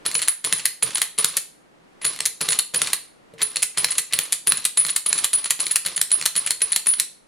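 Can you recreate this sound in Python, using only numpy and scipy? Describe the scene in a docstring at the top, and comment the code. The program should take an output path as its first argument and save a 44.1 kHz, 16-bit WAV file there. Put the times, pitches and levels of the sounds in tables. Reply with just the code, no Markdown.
"""Steel pistol slide racked by hand

A steel pistol slide is racked back and forth over a table in a small room, close to a recorder.
Noise cracks and struck steel modes make the clacks, low table modes the thuds, gritty noise the scrape.
Sticking and slipping steel squeals near 10 kHz as a gliding sine pair; shaped noise is the room tone.
The recorder's gain control ducks the whole sound, room tone included, while the slide is loud.
"""
import sys
import numpy as np
from scipy import signal
from scipy.fft import rfft, irfft, next_fast_len
from scipy.io import wavfile
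from scipy.ndimage import uniform_filter1d

SR = 44100
rng = np.random.default_rng(int(sys.argv[2]) if len(sys.argv) > 2 else 0)


def materialize(psi):
    """Save the field psi as 16-bit PCM at rate SR to the path in sys.argv[1].

    A 1-D psi becomes a single channel; in a 2-D psi each row is a channel.
    """
    bounded = np.clip(np.atleast_2d(psi).T, -1, 1)
    quanta = np.round(bounded * 32767).astype(np.int16)
    wavfile.write(sys.argv[1], SR, quanta)


N = 320985  # samples

# modes of slide and barrel: f/Hz, width/Hz, relative level/dB
STEEL_MODES = [(2020, 560, -10), (4217, 635, -3.5), (4340, 37, 2), (7250, 710, 1.5), (8470, 630, 4.5),
               (9120, 250, -6.5), (10410, 150, -9), (10200, 770, -12)]
# one row a stroke: pull t/s, rear stop t/s, shut t/s
STROKES = [(.052, .151, .285), (.443, .522, .655), (.826, .953, 1.018), (1.179, 1.24, 1.37),
           (2.045, 2.2, 2.26), (2.408, 2.487, 2.59), (2.737, 2.815, 2.93), (3.414, 3.563, 3.63),
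           (3.773, 3.84, 3.983), (4.125, 4.185, 4.325), (4.468, 4.517, 4.652), (4.77, 4.847, 4.962),
           (5.059, 5.128, 5.244), (5.328, 5.44, 5.505), (5.591, 5.663, 5.76), (5.854, 5.97, 6.015),
           (6.106, 6.21, 6.258), (6.354, 6.46, 6.507), (6.61, 6.722, 6.76), (6.861, 6.935, 7.0)]
# force of the same strokes: rub level/dB, thud of the pull/dB, thud of the rear stop/dB
EFFORTS_DB = [(-37, -42, -32.5), (-30, -31, -31), (-32, -25.5, -48), (-29, -29, -31.5), (-37, -29, -41),
              (-31, -30.5, -30.5), (-28.5, -29.5, -29.5), (-39.5, -33, -39), (-33.5, -30, -33.5),
              (-37, -36, -34), (-33, -32.5, -29), (-32.5, -38, -33), (-31, -45, -36), (-33.5, -39, -48),
              (-32.5, -42, -45), (-33.5, -34.5, -39), (-31.5, -38, -37.5), (-35.5, -33, -40),
              (-36.5, -35.5, -45), (-34.5, -40, -56)]


def gain_of(db):
    """Amplitude factor of a level in dB."""
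    return 10 ** (np.asarray(db) / 20)


def evened(x):
    """Scales a signal to rms 1."""
    return x / np.sqrt(np.mean(x ** 2) + 1e-20)


def steady(x):
    """Noise with its millisecond level evened out."""
    return x / np.sqrt(abs(uniform_filter1d(x ** 2, size=48)) + 1e-20)


def read(points, hz):
    """Reads a curve of (f/Hz, value) along log frequency."""
    f, value = np.transpose(points)
    return np.interp(np.log(hz + 1), np.log(f + 1), value)


def add(mix, s, sound):
    """Adds a sound to the mix from s seconds on."""
    part = mix[round(s * SR):][:len(sound)]
    part += sound[:len(part)]


def coloured(x, points):
    """Weights a signal by a spectrum in dB."""
    count = x.shape[-1]
    size = next_fast_len(count)
    weights = gain_of(read(points, np.fft.rfftfreq(size, 1 / SR)))
    return irfft(rfft(x, size) * weights, size)[..., :count]


def wander(count, rate_hz):
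    """Smooth random drift of rms 1, from noise averaged twice."""
    size = max(int(SR / rate_hz), 1)
    once = uniform_filter1d(rng.standard_normal(count), size)
    return evened(uniform_filter1d(once, size))


def ramps(rows, fade):
    """Gain of dB ramps (start, end, first dB, last dB), each falling 49.5 dB in fade s; the loudest wins."""
    gain, t = np.zeros(N), np.arange(N) / SR
    for start, end, first_db, last_db in rows:
        part = slice(round(start * SR), round((end + fade) * SR))
        db = np.interp(t[part], [start, end, end + fade], [first_db, last_db, last_db - 49.5])
        gain[part] = np.maximum(gain[part], gain_of(db))
    return uniform_filter1d(gain, size=40)  # soften the edges


def resonate(x, hz, width):
    """A one-pole complex resonance with a peak gain near 1; a wider one dies sooner."""
    r = np.exp(-np.pi * width / SR)
    return 2 * signal.lfilter([1 - r], [1, -r * np.exp(2j * np.pi * hz / SR)], x).real


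def steel(x):
    """The gripped slide rings briefly at its modes."""
    return sum(gain_of(db) * resonate(x, hz, width) for hz, width, db in STEEL_MODES)


def room_tone():
    """Soft air noise, partly opposite in the two channels."""
    # air noise spectrum: f/Hz, relative level per Hz/dB
    air_curve = [(20, 1), (45, -26), (113, -12), (177, -1.5), (400, -2), (700, -6), (2000, -13.5),
                 (6000, -27.5), (10000, -30.5), (16000, -53)]
    # left-right likeness, negative where opposite: f/Hz, correlation
    likeness = [(60, 0.97), (240, -0.24), (950, -0.34), (3770, -0.027), (15000, 1)]
    frames, hz = N // 256 + 5, np.fft.rfftfreq(1024, 1 / SR)
    a, b, c, d = rng.standard_normal((frames, 513, 4)).T
    same = np.clip(read(likeness, hz), -1, 1)[:, None]
    left = a + 1j * b
    right = same * left + np.sqrt(1 - same ** 2) * (c + 1j * d)
    z = np.array([left, right]) * gain_of(read(air_curve, hz)[:, None])
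    air = signal.istft(z, nperseg=1024, noverlap=768)[1][:, :N]
    return gain_of(-54) * evened(air)


def room(x):
    """Three diffuse tails take turns at a steady rate, so no fixed comb colours the sound."""
    # reverberation: f/Hz, t60/s
    decay_times = [(200, .25), (700, .25), (2000, .26), (5000, .26), (10000, .23), (12000, .2),
                   (15000, .15)]
    hz, t, z = signal.stft(rng.standard_normal((3, 2, SR // 2)), SR, nperseg=256)
    t60 = read(decay_times, hz)[:, None]  # each band dies at its own speed
    early = gain_of(-60 * t / t60)
    late = gain_of(-10 - 60 * t / (1.87 * t60))  # fainter and longer
    tails = signal.istft(z * (early + late), SR, nperseg=256)[1]
    tails[..., :150] = 0  # the first reflection needs a few milliseconds
    # the stereo tails cycle at 4.7 Hz
    turn = 2 * np.pi * (4.7 * np.arange(N) / SR + np.arange(3)[:, None, None] / 3)
    wet = signal.fftconvolve(x * np.cos(turn), tails / np.linalg.norm(tails[0, 0]), axes=2)
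    return wet.sum(0)[:, :N]


def thuds():
    """Pull, stop and shut shake the table's low modes; each thud's mode shares and tuning vary at random."""
    # table modes: f/Hz, relative level/dB, t60/s
    table_modes = [(124, -2, 0.16), (163.9, 5, 0.11), (282, -6, .05), (328, -6, 0.075), (465.4, 4.5, 0.13),
                   (592, 4.5, 0.061), (744, -10, 0.014)]
    # the hand takes a new hold: t/s, thud peak/dB
    new_hold = (3.332, -37.5)
    shut_thud_db = -42
    out, t = np.zeros(N), np.arange(9000) / SR
    hz, db, t60 = np.transpose(table_modes)[:, :, None]
    blows = [new_hold]
    for (pull, stop, shut), (_, pull_db, stop_db) in zip(STROKES, EFFORTS_DB):
        blows += [(pull, pull_db), (stop, stop_db), (shut, shut_thud_db)]
    # spread of each mode: 2.5 dB in share, 4 % in tuning
    luck = rng.standard_normal((len(blows), 2, len(table_modes), 1)) * [[[2.5]], [[.04]]]
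    for (s, peak_db), (share_db, tune) in zip(blows, luck):
        decay = gain_of(db + share_db - 60 * t / t60)
        modes = decay * np.sin(2 * np.pi * hz * (1 + tune) * t)
        thud = modes.sum(0) * np.minimum(t / 0.0089, 1)  # soft onset, in s
        add(out, s, gain_of(peak_db) * thud / abs(thud).max())
    return out


def scrape():
    """Dense grit of uneven size, with sparse ticks as burrs catch, sets the steel ringing."""
    # colour of the rub: f/Hz, relative level per Hz/dB
    rub_curve = [(47, -47.5), (80, -10), (518, -7), (772, -12), (1150, -1.5), (1380, -9), (4280, -3.5),
                 (8150, -15), (9960, -11.5), (14200, -28.5), (16200, -65.5)]
    # the slide drags before it comes free: start t/s, end t/s, first level/dB, last level/dB
    drag_rows = [(2.013, 2.045, -54.5, -45.5), (3.38, 3.414, -53, -42.5), (3.745, 3.773, -52, -45),
                 (4.105, 4.125, -50, -52)]
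    rub_sag_db, rub_fade_s, drag_fade_s = -9, 0.2, 0.026  # the rub weakens along the stroke
    grit = rng.standard_normal(N) * gain_of(3 * wander(N, 400) + 3 * wander(N, 60))
    catches = rng.random(N) < 90 / SR  # about 90 a second
    burrs = catches * gain_of(4 * np.minimum(rng.exponential(1, N), 3))
    tick_decay = np.exp(-1 / (0.00036 * SR))  # time constant in s
    burr_ticks = rng.standard_normal(N) * signal.lfilter([1], [1, -tick_decay], burrs)
    rasp = evened(coloured(evened(grit) + gain_of(-6) * evened(burr_ticks), rub_curve))
    rub_rows = [(pull, shut, db, db + rub_sag_db)
                for (pull, _, shut), (db, *_) in zip(STROKES, EFFORTS_DB)]
    rub = rasp * ramps(rub_rows, rub_fade_s)
    drag = rasp * ramps(drag_rows, drag_fade_s)
    lowest_hz, width, _ = STEEL_MODES[0]
    ringing = gain_of(-17) * steel(rub)
    groan = gain_of(16) * resonate(drag, lowest_hz, width)
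    return rub + drag + ringing + groan


def squeals():
    """Stick-slip keeps one slide mode singing, flatter under a hard press; a weak neighbour makes it throb."""
    # bursts of squeal: t/s, length/s, first level/dB, change by the end/dB
    bursts = [(0.063, 0.024, -17.5, -14.5), (0.143, .04, -19, -1), (0.219, 0.011, -16, -8.5),
              (0.283, .012, -7, -2), (0.447, 0.031, -11.5, -15.5), (0.482, 0.045, -29, -4.5),
              (0.532, 0.038, -10, -25.5), (0.567, 0.014, -18, -5), (.828, .011, -8.5, -4),
              (0.948, .015, -10, -9), (1.021, .008, -10, -24), (1.187, 0.0277, -10.5, -8.5),
              (1.244, .016, -15.5, -16), (1.285, .016, -16, -8.5), (1.368, 0.012, -21.5, -9.5),
              (2.021, 0.016, -31, 0), (2.046, 0.017, -21.5, 1.5), (2.063, 0.036, -14.5, -16),
              (2.411, .03, -23.5, 1), (2.493, .036, -17.5, -2), (2.589, .012, -4.5, -23),
              (2.759, .021, -11.5, -4.5), (2.819, 0.015, -15, -4), (3.429, .041, -8, -26.5),
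              (3.559, .008, -14, -16.5), (3.624, 0.0066, -15.5, 5.5), (3.784, .029, -12, -9.5),
              (3.845, 0.0097, -10.5, -7.5), (3.907, .009, -12, -5.5), (3.976, 0.0048, -21, -9.5),
              (4.137, 0.015, -11, -12.5), (4.234, 0.0086, -17, -4), (4.327, 0.0057, -21, -16.5),
              (4.472, .031, -10.5, 1.5), (4.572, 0.0058, -10.5, -10), (4.774, .03, -9.5, 6.5),
              (4.812, 0.027, -12.5, -8.5), (4.846, 0.025, -21.5, 1.5), (4.902, 0.012, -9, -4.5),
              (5.063, .01, -7, -23), (5.071, .025, -22.5, 14), (5.139, 0.018, -16, -13),
              (5.178, 0.015, -13, 1), (5.334, .03, -9, 0.5), (5.44, 0.023, -20, 2),
              (5.605, 0.018, -11, -9.5), (5.656, 0.027, -19.5, -9), (5.71, 0.007, -15, 8.5),
              (5.765, 0.0047, -16, -9), (5.86, 0.018, -12, -14), (5.962, 0.012, -13.5, -3),
              (6.117, 0.011, -6.5, -12), (6.123, 0.0205, -8.5, 5), (6.155, .018, -14.5, -8),
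              (6.361, 0.013, -16, -0.5), (6.371, .025, -12, -3), (6.462, 0.0094, -13.5, -5),
              (6.619, 0.029, -9.5, -7.5), (6.72, 0.015, -7.5, -7), (6.869, 0.017, -10, -7.5),
              (6.884, 0.021, -5, -3), (6.911, 0.034, -12, -5), (6.955, 0.0054, -21, -4)]
    fade_s = 0.0089
    rows = [(s, s + length, db, db + swell_db) for s, length, db, swell_db in bursts]
    level = ramps(rows, fade_s)
    press = np.clip(uniform_filter1d(level, size=300) / 0.15, 0, 1)  # a louder squeal counts as harder
    pitch_hz = 10040 - 130 * press + 30 * wander(N, 203.8)
    turns = np.cumsum(pitch_hz) / SR
    neighbour = gain_of(-11.5) * np.sin(2 * np.pi * 1.05 * turns)
    tone = np.sin(2 * np.pi * turns) + neighbour
    return level * gain_of(2.7 * wander(N, 700)) * tone


def ticks():
    """Faint dull contacts at chance moments of every stroke, as rows like the clacks."""
    per_stroke, level_db, treble_db, spread_db = 2, -32.5, -7.5, 5
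    pull, shut = np.transpose(STROKES)[[0, 2], :, None]
    when = rng.random((len(STROKES), per_stroke))
    luck = spread_db * rng.standard_normal((len(STROKES), per_stroke, 2))
    rows = [pull + when * (shut - pull), level_db + luck[..., 0], treble_db + luck[..., 1]]
    return [tuple(row) for row in np.reshape(rows, (3, -1)).T]


def rattle_of(s):
    """Starting level of a clack's rattle in dB: weakest at the rear stop, stronger shutting, else strongest."""
    near_s = .012  # a clack this close to a stop belongs to it
    stop, shut = np.transpose(STROKES)[1:3]
    if abs(s - stop).min() < near_s:
        return -19.5
    if abs(s - shut).min() < near_s:
        return -11.5
    return -8.5


def clacks():
    """Each contact is a millisecond crack with a gritty lead-in and rattle; its blow rings the steel."""
    # clear clacks: peak t/s, relative level/dB, treble trim/dB
    clear_clacks = [(.056, -32.5, -18), (.0627, -20.5, -3), (.1537, -9, -8), (.193, -23, -6.5),
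                    (.2188, -21.5, -6), (.2248, -25.5, -8.5), (.2291, -19, -23), (.2776, -15.5, -10),
                    (.284, -9, 1), (.4435, -18.5, -14), (.4485, -12.5, -6), (.5267, -3.5, -3.5),
                    (.5717, -33, -33.5), (.5856, -22.5, -20.5), (.5966, -21.5, -22.5), (.656, -7.5, 1.5),
                    (.8258, -16, -19.5), (.8307, -17.5, 0.5), (.907, -26.5, -17.5), (.9574, -11.5, -11.5),
                    (.9732, -17.5, -26.5), (1.0183, -7.5, -0.5), (1.1802, -24.5, -22.5), (1.1868, -19.5, 4),
                    (1.2463, -2, -0.5), (1.2956, -28, -19.5), (1.3115, -34, -14.5), (1.3695, -17, 7),
                    (1.3734, -14, -5.5), (2.017, -35, -12), (2.046, -26, -19), (2.0514, -16.5, -1.5),
                    (2.0662, -24.5, -12.5), (2.1128, -39, -14.5), (2.1906, -27.5, -23),
                    (2.2059, -14.5, -36.5), (2.2556, -19, 3.5), (2.2605, -13, 2.5), (2.4137, -19, -2),
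                    (2.4893, -8, -5), (2.506, -20, -26), (2.5218, -17.5, -22), (2.5306, -17.5, -8),
                    (2.5904, -11, 1.5), (2.5945, -14.5, -7), (2.7396, -26, -29), (2.7456, -14, -2.5),
                    (2.8182, -6.5, -35.5), (2.8636, -28, -24.5), (2.8727, -18, -42.5), (2.9333, -10, 1),
                    (3.339, -49.5, -5), (3.3858, -46.5, -18), (3.4184, -16, -6.5), (3.4243, -14, -1),
                    (3.545, -44.5, -18), (3.5601, -15, -41), (3.569, -11.5, -32), (3.6223, -21, -19),
                    (3.6285, -10.5, -3.5), (3.633, -14.5, 3.5), (3.7754, -15, -38), (3.7817, -12.5, -4),
                    (3.8456, -3, -4.5), (3.9065, -25, -14), (3.919, -19.5, -32), (3.983, -15.5, 5.5),
                    (3.9874, -13, -26), (4.126, -18, -7), (4.1352, -11, -4.5), (4.1901, -4.5, -1.5),
                    (4.255, -27.5, -21), (4.3243, -16.5, 3.5), (4.3296, -12.5, 1), (4.467, -33.5, -13),
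                    (4.4728, -12, -0.5), (4.5217, -5, -1.5), (4.571, -24, -10.5), (4.579, -22, -17),
                    (4.644, -25, -21), (4.6525, -18.5, 7.5), (4.656, -11.5, -15), (4.7739, -14, -27),
                    (4.7782, -18.5, -21), (4.8104, -21, -27), (4.8506, -10.5, -11.5), (4.866, -18.5, 0),
                    (4.8854, -18.5, -23), (4.8929, -15.5, -11), (4.8982, -17, -32), (4.9632, -12, 5),
                    (4.966, -12, -10.5), (5.062, -18.5, -24.5), (5.0672, -16, -4.5), (5.1297, -5.5, -42),
                    (5.179, -19, -18), (5.1874, -17.5, -10), (5.2399, -21, -22.5), (5.245, -8, 0.5),
                    (5.3325, -17, -1), (5.3373, -18, -27.5), (5.4446, -17, -33), (5.4586, -17.5, -14),
                    (5.5006, -23, -4), (5.507, -7.5, 0.5), (5.599, -24, 0), (5.6033, -16, -25),
                    (5.6676, -10.5, -8), (5.6815, -40, 8), (5.7116, -20, -28), (5.7208, -21.5, 0),
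                    (5.7594, -6.5, 2), (5.8512, -18.5, -11), (5.8636, -12, -2.5), (5.9674, -18.5, -32),
                    (5.9784, -14, -14), (6.0151, -11.5, 3.5), (6.106, -25, -17), (6.1164, -15.5, -16),
                    (6.1972, -29, -32), (6.2142, -14, -30), (6.2254, -16.5, -35), (6.2565, -14, 2),
                    (6.261, -4.5, -0.5), (6.355, -19, -14), (6.3638, -13.5, -1), (6.3781, -20, -4),
                    (6.4651, -16.5, -35), (6.4736, -15, -30), (6.5074, -10.5, 1), (6.6068, -28, -6),
                    (6.6185, -16, -7), (6.721, -18, -24), (6.7256, -15, -33), (6.7319, -15, -22),
                    (6.7624, -9, 0.5), (6.8609, -23, -5), (6.871, -18, -2), (6.8884, -20, -27),
                    (6.9382, -13.5, -17), (6.9994, -8, 2)]
    # colour of a crack: f/Hz, relative level per Hz/dB
    crack_curve = [(180, -49), (300, -21), (680, -18), (1220, -7.5), (2960, -2), (3800, -4), (8900, -9.5),
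                   (10000, 6), (11200, -3.5), (14000, -11), (16200, -31)]
    lead_in_db, knock_db = -16.5, 8  # grit before the crack; impulse that strikes the steel
    out, knocks = np.zeros(N), np.zeros(N)
    t = np.arange(2500) / SR - .012  # the peak is at 0
    late, early = np.maximum(t, 0), np.maximum(-t, 0)
    contacts = clear_clacks + ticks()
    luck = rng.standard_normal((len(contacts), 2, 2500))
    split = signal.butter(3, 8600, "low", fs=SR, output="sos")
    for (s, level_db, treble_db), (noise, chatter) in zip(contacts, luck):
        uneven_db = 5 * np.clip(evened(uniform_filter1d(chatter, size=40)), -3, 2)
        rattle_db = np.where(t > 0, rattle_of(s), lead_in_db) + uneven_db
        rattle_db = rattle_db - 60 * late / 0.066 - 60 * early / 0.015  # 60 dB in so many s
        crack_db = -60 * late / 0.0046 - 60 * early / 0.0044
        burst = gain_of(crack_db) + gain_of(rattle_db)
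        crack = evened(coloured(noise, crack_curve))
        middle = signal.sosfilt(split, crack)
        bright = steady(middle) + gain_of(treble_db + 4) * steady(crack - middle)
        add(out, s + t[0], gain_of(level_db) * burst * bright)
        add(knocks, s, gain_of([level_db + knock_db]))
    return gain_of(-7) * out + gain_of(3) * steel(out + knocks)


def scene():
    """The slide sits near the centre; a slightly late copy and the room make the side signal."""
    # colour of the side signal: f/Hz, weight/dB
    side_curve = [(60, -10.5), (130, -29), (290, -14.5), (640, -17), (1410, -27.5), (3100, -17.5),
                  (6820, -14), (15000, -7)]
    # channel balance: f/Hz, left over right/dB
    balance = [(60, -1), (300, 0), (3000, 0), (8000, -0.5), (9900, -2.5), (11200, 2.5), (15000, 0)]
    slide = clacks() + thuds() + squeals() + scrape()
    # small things radiate no deep bass
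    slide = signal.sosfilt(signal.butter(2, 95, "high", fs=SR, output="sos"), slide)
    front, across = room(slide)
    mid = slide + gain_of(-12.5) * front
    late_copy = np.roll(slide, shift=9)  # 0.2 ms
    side = coloured(gain_of(-5) * late_copy + gain_of(-1) * across, side_curve)
    half = np.array(balance) * [1, .5]  # half the balance up on the left, half down on the right
    left, right = coloured(mid + side, half), coloured(mid - side, half * [1, -1])
    return np.array([left, right]) + room_tone()


def record(dry):
    """Bass cut; gain control falls quickly and recovers slowly; peaks clip; then the band limit."""
    threshold_db, recovery_db_per_s, depth, edge_hz = -29, 15.1, 0.55, 16300  # depth: dB cut per dB over
    dry = signal.sosfilt(signal.butter(1, 30, "high", fs=SR, output="sos"), dry)
    power_db = 10 * np.log10(abs(uniform_filter1d((dry ** 2).mean(0), 800)) + 1e-12)
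    fall = np.arange(N) * recovery_db_per_s / SR
    held_db = np.maximum.accumulate(power_db + fall) - fall  # rises with the level, sinks at the set speed
    over_db = np.maximum(held_db - threshold_db, 0)
    cut = gain_of(depth * uniform_filter1d(over_db, 400))
    ducked = np.clip(gain_of(6) * dry / cut, -1, 1)
    band_limit = signal.firwin(511, edge_hz, window=("kaiser", 9), fs=SR)
    return signal.oaconvolve(ducked, band_limit[None], "same")


dry = scene()
out = record(dry)
materialize(out)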